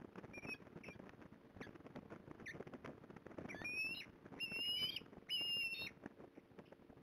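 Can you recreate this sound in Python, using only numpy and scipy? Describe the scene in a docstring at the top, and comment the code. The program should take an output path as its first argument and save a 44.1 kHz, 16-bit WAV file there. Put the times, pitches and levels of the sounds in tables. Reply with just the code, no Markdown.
"""Seabird by a moored barge

Scattered short chirps lead to three long high whistles that crack and fall; two faint rough chirps follow.
The voice is a set of near-sines with shaken pitch and strength, echoed by a steel deck and open water.
Shaped noise makes the wind on an outdoor surveillance camera's microphone: puffs, ticks and a low rush.
A faint hum and hiss lie beneath. The camera samples at telephone rate and stretches that coarsely,
so each whistle has bright mirror tones."""
import sys
import numpy as np
from scipy import signal
from scipy.fft import rfft, irfft, next_fast_len
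from scipy.io import wavfile
from scipy.ndimage import uniform_filter1d

SR = 44100
rng = np.random.default_rng(int(sys.argv[2]) if len(sys.argv) > 2 else 0)


def master_out(mix):
    """Clip the mix to full scale and print it as 16-bit PCM to the path in sys.argv[1]."""
    frames = np.transpose(np.atleast_2d(mix))
    ceiling = np.clip(frames, -1, 1)
    pcm = np.round(ceiling * 32767).astype(np.int16)
    wavfile.write(sys.argv[1], SR, pcm)


N = 309573
TIME = np.arange(N) / SR


def bird():
    """Long whistles, chirps and the second tone of the syrinx, heard across the deck."""
    voice = long_whistles() + chirps() + second_tone()
    return barge(from_db(3.0) * voice, tail_db=-33.5, t60=0.85, slap_db=-15.5, slap_s=0.027, dull_hz=3375)


# held part of each long whistle, one list per whistle; levels before the whistle and voice gains:
# time_s, pitch_hz, level_db
HELD_WHISTLES = [
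    [(3.646, 2403, -47.5), (3.656, 2415, -45), (3.75, 2499, -48), (3.798, 2572, -41.5),
     (3.856, 2615, -41.5), (3.886, 2660, -49), (3.944, 2773, -44.5)],
    [(4.402, 2670, -50), (4.418, 2780, -42), (4.444, 2812, -42.5), (4.468, 2637, -52.5), (4.492, 2695, -54),
     (4.554, 2707, -46), (4.608, 2801, -43), (4.644, 2870, -44.5), (4.696, 2867, -40), (4.758, 2942, -43),
     (4.782, 2980, -40.5), (4.792, 3030, -47), (4.84, 2977, -36.5), (4.882, 3090, -50), (4.896, 3156, -39),
     (4.902, 3230, -43)],
    [(5.305, 2843, -45), (5.327, 2996, -39.5), (5.355, 2964, -38), (5.375, 2796, -44), (5.393, 2778, -42.5),
     (5.455, 2855, -44.5), (5.539, 2789, -41), (5.573, 2823, -44), (5.629, 2755, -39.5), (5.667, 2693, -44),
     (5.695, 2690, -51), (5.733, 2736, -43.5), (5.741, 2663, -48.5)],
]
# how each long whistle begins and ends; levels before the voice gain, dying_s counts from the top of the crack:
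# scoop_s, scoop_db, crack_s, crack_db, climb_hz, flick_db, dying_s
WHISTLE_GESTURES = [(0.0082, -61.5, .055, -45.5, 160, -44.5, .055),
                    (0.014, -57.5, .058, -47.5, -0.5, -35, .032),
                    (0.018, -46.5, .121, -45.5, 79, -42.5, 0.036)]


def long_whistles():
    """Nearly pure tones from the syrinx, with a weak octave."""
    calls = [long_call(held, gesture) for held, gesture in zip(HELD_WHISTLES, WHISTLE_GESTURES)]
    return whistle(calls, octave_db=-10.5, jitter_hz=278, flutter=1.0, rasp_hz=337)


WHISTLE_GAIN_DB, HELD_RASP, SPLIT_ROUGHENS = 3.5, 0.015, 0.041
# the scoop comes from below: pitch as a share of the held note
SCOOP_FROM, SCOOP_TO, SCOOP_START_DB, SCOOP_RASP = 0.73, 0.77, -58, 0.44
# a jump of register is brief, weak and rough
BREAK_S, BREAK_DIP_DB, BREAK_RASP, CRACK_RASP, STRAIN_RASP = 0.004, -11, 0.5, 0.06, 0.15
# one loud downward flick ends the crack: pitch as a share of the crack's top
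FLICK_S, FLICK_FROM, FLICK_TO, FLICK_RASP = 0.0033, 0.94, 0.9, 0.04
# after the flick the voice drops and rasps out: pitch as a share of the crack's top
FALL_S, FALL_TO, FALL_DB = 0.009, 0.76, -51.5
DYING_TO, DYING_DB, DYING_RASP = 0.71, -62, 0.6


def long_call(held, gesture, count=200):
    """Scoop, held whistle, crack, downward flick and dying rasp: rows of time_s, pitch_hz, level_db, rasp."""
    scoop_s, scoop_db, crack_s, crack_db, climb_hz, flick_db, dying_s = gesture
    t = np.linspace(held[0][0], held[-1][0], count)
    hz, db = in_time(held, t)
    first_s, last_s, first_hz, last_hz = t[0], t[-1], hz[0], hz[-1]

    # the held tone roughens where the second tone joins in
    splitting = sum(np.interp(t, [s, s + length / 2, s + length], [0, 1, 0])
                    for s, length, *_ in SECOND_TONES)
    held_rasp = HELD_RASP + SPLIT_ROUGHENS * np.minimum(splitting, 1)
    hold = np.column_stack([t, hz, db + WHISTLE_GAIN_DB, held_rasp])

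    scoop = [(first_s - scoop_s, SCOOP_FROM * first_hz, SCOOP_START_DB, BREAK_RASP),
             (first_s - BREAK_S, SCOOP_TO * first_hz, scoop_db, SCOOP_RASP)]

    top_s, top_hz = last_s + crack_s, last_hz + climb_hz
    crack = [(last_s + BREAK_S, last_hz, crack_db + BREAK_DIP_DB, BREAK_RASP),
             (last_s + crack_s / 2, last_hz + climb_hz / 2, crack_db, CRACK_RASP),
             (top_s, top_hz, crack_db + BREAK_DIP_DB / 2, STRAIN_RASP)]

    flick_start = top_s + BREAK_S
    flick_end = flick_start + FLICK_S
    fall = [(flick_start, FLICK_FROM * top_hz, flick_db, FLICK_RASP),
            (flick_end, FLICK_TO * top_hz, flick_db, FLICK_RASP),
            (flick_end + FALL_S, FALL_TO * top_hz, FALL_DB, DYING_RASP),
            (top_s + dying_s, DYING_TO * top_hz, DYING_DB, DYING_RASP)]
    return np.vstack([scoop, hold, crack, fall])


# short notes, levels before the voice gain:
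# start_s, length_s, first_hz, middle_hz, last_hz, level_db, swell_db, rasp (0-1)
CHIRP_NOTES = [(0.332, 0.069, 2330, 2418, 2270, -52, 2.5, 0.04),
               (0.417, 0.045, 2360, 2450, 2240, -54.5, 5, 0.26),
               (.463, 0.0785, 2650, 2555, 2482, -46.5, 13.5, 0.03),
               (0.537, 0.021, 1760, 1660, 1630, -57.5, -7, 0.16),
               (0.834, 0.021, 2630, 2234, 2140, -50.5, -11, 0.32),
               (0.845, 0.052, 2720, 2620, 2420, -54.5, 4, 0.3),
               (.897, .038, 2420, 2380, 2430, -56.5, -10, 0.08),
               (0.926, 0.029, 1580, 1640, 1610, -68.5, -1, 0.21),
               (1.611, .055, 2800, 1725, 1600, -56, -16.5, 0.24),
               (2.457, 0.063, 2726, 1780, 2490, -47.5, -1, 0.15),
               (3.485, 0.036, 1760, 2374, 1930, -48.5, 16, 0.12),
               (3.521, 0.024, 2030, 2056, 1750, -51.5, -2, 0.3),
               (3.538, 0.1, 1644, 1742, 1910, -55.5, 5, 0.08),
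               (6.345, .065, 2300, 2330, 2270, -75, -2.5, 0.83),
               (6.652, 0.062, 2610, 2810, 2750, -74.5, -12, 0.97)]


def chirps():
    """Short arching notes; the lower the note, the stronger its octave."""
    out = np.zeros(N)
    for row in CHIRP_NOTES:
        middle_hz = row[3]
        octave_db = -4 - 0.074 * (middle_hz - 1697)
        note = short_note(*row, attack_s=0.011, release_s=0.013)
        out += whistle([note], octave_db, jitter_hz=290, flutter=0.86, rasp_hz=333)
    return out


# the other side of the syrinx joins in below or above a whistle; levels before the voice gain:
# start_s, length_s, first_hz, middle_hz, last_hz, level_db, swell_db, rasp (0-1), attack_s, release_s
SECOND_TONES = [(3.944, 0.062, 3780, 3890, 3880, -50.5, 0, 0.13, .003, 0.0065),
                (4.457, 0.14, 2130, 2210, 2250, -65.5, 10.5, 0.44, 0.022, .03),
                (4.625, 0.066, 2230, 2240, 2280, -57, 2, 0.6, 0.032, 0.043),
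                (4.755, .085, 2310, 2336, 2290, -48.5, 3, 0.2, 0.049, 0.041),
                (4.831, 0.15, 2380, 2390, 2274, -57, -10.5, 0.4, .03, .01),
                (4.774, 0.093, 3820, 3800, 3660, -65.5, -5, .45, 0.016, 0.036),
                (4.906, 0.075, 3700, 3640, 3530, -59.5, -8, .35, 0.0058, .015),
                (5.367, .075, 2300, 2270, 2340, -59.5, -6, .3, 0.038, 0.031),
                (5.463, 0.044, 2260, 2180, 2260, -62, 8, .25, 0.036, .025),
                (5.598, 0.04, 2380, 2240, 2190, -57, 4, 0.24, 0.03, .025),
                (5.739, 0.074, 3670, 3670, 3690, -47.5, -0.5, 0.07, 0.0032, .003),
                (5.805, 0.075, 3680, 3755, 3890, -46, -6.5, 0.1, .003, 0.033)]


def second_tone():
    """The other side of the syrinx sounds its own short, almost octave-free notes."""
    notes = [short_note(*row) for row in SECOND_TONES]
    return whistle(notes, octave_db=-33.5, jitter_hz=207, flutter=0.7, rasp_hz=233)


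def short_note(start, length, first_hz, middle_hz, last_hz, db, swell_db, rasp, attack_s, release_s, count=41):
    """A note arches through three pitches and swells: rows of time_s, pitch_hz, level_db, rasp."""
    age, place = np.linspace(0, length, count), np.linspace(-1, 1, count)
    end_hz = np.where(place < 0, first_hz, last_hz)
    pitch = middle_hz + (end_hz - middle_hz) * np.abs(place) ** 2.1  # moves fastest at the ends
    attack = np.maximum(1 - age / attack_s, 0) ** 2
    release = np.maximum(1 - (length - age) / release_s, 0) ** 2
    level_db = db + swell_db * place / 2 - 14 * (attack + release)
    return np.column_stack([start + age, pitch, level_db, np.full(count, rasp)])


def whistle(notes, octave_db, jitter_hz, flutter, rasp_hz):
    """A near-sine from the syrinx; rasp shakes its pitch and strength."""
    out = np.zeros(N)
    for note in notes:
        span = slice(int(note[0][0] * SR), int(note[-1][0] * SR))
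        t = TIME[span]
        pitch, level_db, rasp = in_time(note, t)
        shaken_hz = pitch + jitter_hz * rasp * drift(rasp_hz, size=len(t))
        phase = 2 * np.pi * np.cumsum(shaken_hz) / SR
        strength = from_db(level_db) * (1 + flutter * rasp * drift(rasp_hz, size=len(t)))
        fade = np.clip(np.minimum(t - t[0], t[-1] - t) / 0.002, 0, 1)
        out[span] += fade * strength * (np.sin(phase) + from_db(octave_db) * np.sin(2 * phase))
    return out


def barge(x, tail_db, t60, slap_db, slap_s, dull_hz):
    """A dense early slap from the steel deck and a thin tail over the water; both lose their top."""
    t = TIME[:SR]
    tail = rng.standard_normal(SR) * from_db(-60 * t / t60) * (t > 0.012)
    slap = rng.standard_normal(SR) * np.exp(-t / slap_s) * (t > 0.004)
    response = (from_db(tail_db) * rms_one(tail) + from_db(slap_db) * rms_one(slap)) / np.sqrt(SR)
    dulled = signal.sosfilt(signal.butter(8, dull_hz, fs=SR, output="sos"), x)
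    return x + signal.fftconvolve(dulled, response)[:N]


def wind():
    """Eddies on the microphone: puffs, the breeze between them and sharp ticks."""
    gusts = puffs(thump_db=0.0, crackle_db=-1.0, thump_width=0.38, crackle_width=0.43, spiky_db=7.0)
    rush = breeze(rush_db=-1.5, crackle_db=-1.5, lumpy_db=5.5, spiky_db=6.0)
    return gusts + rush + ticks(level_db=-2, decay_s=0.0021)


# strongest wind puffs, levels before trims; each layer scales length_s by its width:
# time_s, thump_db, crackle_db, length_s
STRONG_PUFFS = [(.019, -50.5, -60, 0.0078), (.048, -47.5, -63.5, 0.0061), (.159, -49, -52, 0.0038),
                (.187, -48.5, -55, 0.015), (.247, -50, -58.5, 0.018), (.338, -52, -56.5, 0.0063),
                (.381, -49, -59, 0.01), (.454, -48, -58, 0.015), (.491, -46, -52, 0.01),
                (.67, -57, -63, 0.015), (.771, -52, -62.5, 0.016), (.887, -46, -56, .0092),
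                (.999, -49.5, -68, 0.0087), (1.069, -55, -61.5, 0.022), (1.223, -56, -59, 0.021),
                (1.612, -46, -55, 0.012), (1.671, -50, -54, 0.0058), (1.693, -47.5, -58, 0.0037),
                (1.758, -50.5, -57, 0.011), (1.866, -52, -56.5, 0.01), (1.968, -47.5, -61.5, .019),
                (2.031, -52, -67, 0.0053), (2.127, -50, -55, 0.024), (2.164, -50.5, -55.5, 0.0091),
                (2.314, -41, -56, 0.0041), (2.409, -54.5, -61.5, 0.024), (2.557, -52, -60, 0.03),
                (2.606, -42.5, -56.5, 0.0098), (2.674, -47.5, -54, 0.0095), (2.743, -50, -61, 0.026),
                (2.851, -47.5, -53.5, .009), (2.89, -49, -65, 0.038), (3.042, -56.5, -61.5, .015),
                (3.106, -51.5, -61.5, 0.013), (3.167, -48.5, -54, 0.0047), (3.267, -45.5, -54.5, 0.0042),
                (3.316, -54, -61.5, 0.021), (3.387, -42.5, -57, 0.0088), (3.414, -50.5, -62, 0.015),
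                (3.45, -47, -60.5, 0.011), (3.489, -51, -52, 0.0097), (3.547, -46, -55, 0.0073),
                (3.618, -41, -44.5, 0.0024), (3.641, -51, -53, 0.01), (4.262, -51.5, -57.5, 0.0084),
                (4.34, -51.5, -60, 0.02), (4.384, -55.5, -60.5, 0.019), (4.52, -46.5, -54, 0.0077),
                (4.591, -48, -56, 0.0074), (4.835, -52.5, -55.5, 0.022), (5.064, -58, -57.5, 0.0069),
                (5.132, -54, -65, .018), (5.171, -48, -74, 0.0037), (5.414, -50, -59.5, 0.013),
                (5.569, -46.5, -53, 0.0044), (5.82, -47.5, -55, 0.0066), (6.04, -50.5, -60, 0.0069),
                (6.061, -39, -59, 0.004), (6.206, -54, -63.5, 0.021), (6.244, -51, -67, 0.013),
                (6.381, -51, -72, 0.011), (6.593, -51.5, -65.5, 0.02), (6.726, -52, -61, 0.01),
                (6.93, -53.5, -80, 0.0048)]
# relative colour of a puff's thump: freq_hz, gain_db
THUMP_COLOUR = [(20, -40), (50, -24.5), (100, -8.5), (220, 1), (350, -1), (550, -6.5), (900, -17.5),
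                (1600, -36.5), (4000, -50.5)]
# relative colour of the crackle in puffs, breeze and ticks: freq_hz, gain_db
CRACKLE_COLOUR = [(200, -8.5), (600, 0.5), (1100, 7), (1700, 5.5), (2400, -1), (3200, -8), (4000, -16)]


def puffs(thump_db, crackle_db, thump_width, crackle_width, spiky_db):
    """Each eddy hits the microphone port as a low thump with a spiky crackle inside."""
    thump_power, crackle_power = np.zeros(N), np.zeros(N)
    for s, low_db, high_db, length in [*STRONG_PUFFS, *weak_puffs()]:
        span = slice(max(int((s - 3 * length) * SR), 0), int((s + 3 * length) * SR))
        age = (TIME[span] - s) / length
        thump_power[span] += from_db(low_db) ** 2 / np.cosh(age / thump_width) ** 2
        crackle_power[span] += from_db(high_db) ** 2 / np.cosh(age / crackle_width) ** 2
    thump = from_db(thump_db) * np.sqrt(thump_power) * evened(noise(THUMP_COLOUR), 0.0091)
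    spikes = evened(noise(CRACKLE_COLOUR) * from_db(spiky_db * drift(220)), 0.011)
    return thump + from_db(crackle_db) * np.sqrt(crackle_power) * spikes


def weak_puffs(count=150):
    """Small eddies come at uneven gaps, sized by the breeze: rows like STRONG_PUFFS."""
    slip, size, grit, span = rng.uniform(-0.953, 1, (count, 4)).T
    s = (np.arange(count) + 0.5 + slip / 2) / 17  # 17 eddies a second
    rush_db, crackle_db = in_time(BREEZE_STRENGTH, s)
    thump_db = rush_db + 7 + 2 * size
    crackle_db = crackle_db + 8.5 + 2 * (size + grit)
    length_s = 0.005 * 2 ** span
    return np.column_stack([s, thump_db, crackle_db, length_s])[s < TIME[-1]]


# strength of the breeze, before trims and eddies: time_s, rush_db, crackle_db
BREEZE_STRENGTH = [(0.0, -63.5, -75), (1.04, -65, -75.5), (2.68, -63.5, -76.5), (2.73, -64.5, -76.5),
                   (2.93, -62, -73.5), (3.15, -67.5, -81), (3.46, -61, -70.5), (3.89, -60.5, -72),
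                   (4.07, -67, -76.5), (4.67, -62.5, -75.5), (5.53, -67, -76.5), (5.91, -63.5, -74.5),
                   (6.28, -71.5, -82.5), (7.02, -68.5, -84)]
# relative colour of the low rush: freq_hz, gain_db
RUSH_COLOUR = [(15, -26.5), (40, -13.5), (90, -0.5), (200, 2), (350, -4), (550, -11), (900, -15),
               (1600, -28), (4000, -40)]


def breeze(rush_db, crackle_db, lumpy_db, spiky_db):
    """Small eddies swell both the low rush of air and its crackle."""
    rush_level, crackle_level = in_time(BREEZE_STRENGTH, TIME)
    eddies = drift(35)
    rush = from_db(rush_level + rush_db + lumpy_db * eddies) * noise(RUSH_COLOUR)
    spikes = np.minimum(0.79 * eddies + 0.65 * drift(210), 2.4)
    crackle = from_db(crackle_level + crackle_db + spiky_db * spikes) * noise(CRACKLE_COLOUR)
    return rush + crackle


# sharp ticks at the microphone port, levels before the trim: time_s, level_db
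PORT_TICKS = [(0.1838, -46), (0.992, -53.5), (1.0933, -43), (1.9593, -39.5), (2.1034, -51), (2.3128, -47.5),
              (2.399, -47), (2.626, -46.5), (2.7363, -43.5), (2.8462, -46), (2.859, -37.5), (2.8757, -45),
              (3.102, -50.5), (3.169, -47), (3.3837, -44), (6.0598, -41), (6.5881, -46.5)]


def ticks(level_db, decay_s):
    """The hardest eddies snap: an instant rise and a crackle that dies in milliseconds."""
    envelope = np.zeros(N)
    for s, db in PORT_TICKS:
        span = slice(int(s * SR), int((s + 0.03) * SR))
        envelope[span] += from_db(db) * np.exp(-(TIME[span] - s) / decay_s)
    return from_db(level_db) * envelope * evened(noise(CRACKLE_COLOUR), 0.0013)


# steady hum, rms levels before the camera's sampling: freq_hz, level_db
HUM_TONES = [(280, -76), (350, -76.5), (450, -77), (550, -83), (600, -85)]


def hum():
    """Faint electrical tones in the camera: steady sines with random phases."""
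    out = np.zeros(N)
    for hz, db in HUM_TONES:
        out += from_db(db) * np.sqrt(2) * np.sin(2 * np.pi * (hz * TIME + rng.random()))
    return out


def hiss():
    """A steady faint bed of noise, strongest around 1 kHz."""
    return from_db(-71) * noise([(100, -3.5), (1000, 3.0), (2500, -0.5), (4000, -1)])


def scene():
    """The bird over wind, hum and hiss, as one channel."""
    return (bird() + wind() + hum() + hiss())[None]


# relative colour of the recorder's hiss: freq_hz, gain_db
RECORDER_HISS_COLOUR = [(1000, 0), (6000, -3.5), (8000, -5.5), (10000, 2.5), (13500, 1), (15500, 0),
                        (20000, -1)]
CAMERA_HZ, PLAYBACK_HZ = 8004, 16250
CUTOFF_HZ = 15650


def record(dry):
    """Telephone-rate sampling, two coarse rate changes, a soft top, a trace of hiss and the final cut."""
    band = low_pass(dry[0], 3920)
    narrow = stretched(band, CAMERA_HZ, slope=1.675)
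    wide = stretched(narrow, PLAYBACK_HZ, slope=1.996)
    softened = signal.sosfilt(signal.butter(6, 13700, fs=SR, output="sos"), wide)
    recorder_hiss = from_db(-93.0) * noise(RECORDER_HISS_COLOUR)
    return low_pass(softened + recorder_hiss, CUTOFF_HZ)[None]


def stretched(x, rate, slope):
    """A coarse rate change: every tone is mirrored about half the rate, under a falling sinc slope."""
    mirrored = x * (1 + 2 * np.cos(2 * np.pi * rate * TIME))
    size = next_fast_len(N + SR)
    hz = np.arange(size // 2 + 1) * SR / size
    gain = np.abs(np.sinc(hz / rate)) ** slope * (hz < rate)
    return irfft(rfft(mirrored, size) * gain, size)[:N]


def low_pass(x, hz):
    """A steep cut above hz."""
    return signal.sosfilt(signal.ellip(12, 0.1, 90, hz, fs=SR, output="sos"), x)


def from_db(db):
    """Decibels to amplitude."""
    return 10 ** (np.asarray(db) / 20)


def rms_one(x):
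    """The signal scaled to rms 1."""
    return x / np.sqrt(np.mean(x ** 2) + 1e-20)


def in_time(rows, t):
    """Each column of a curve, read at the times t."""
    s, *columns = np.transpose(rows)
    return [np.interp(t, s, c) for c in columns]


def noise(spectrum):
    """Noise of the given colour; rms 1."""
    hz, db = np.transpose(spectrum)
    size = next_fast_len(N)
    bins = np.maximum(np.arange(size // 2 + 1) * SR / size, 1)
    gain = from_db(np.interp(np.log(bins), np.log(hz), db))
    return rms_one(irfft(rfft(rng.standard_normal(size)) * gain, size)[:N])


def drift(rate_hz, size=N):
    """Smooth random wandering, low-passed at rate_hz; spread about 1."""
    smooth = signal.butter(2, min(rate_hz, SR / 4), fs=SR, output="sos")
    return rms_one(signal.sosfilt(smooth, rng.standard_normal(size + SR // 2)))[-size:]


def evened(x, span_s):
    """Noise with its own swells taken out, so that an envelope decides its level."""
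    return x / np.sqrt(uniform_filter1d(x ** 2, max(int(span_s * SR), 3)) + 1e-6)


dry = scene()
out = record(dry)
master_out(out)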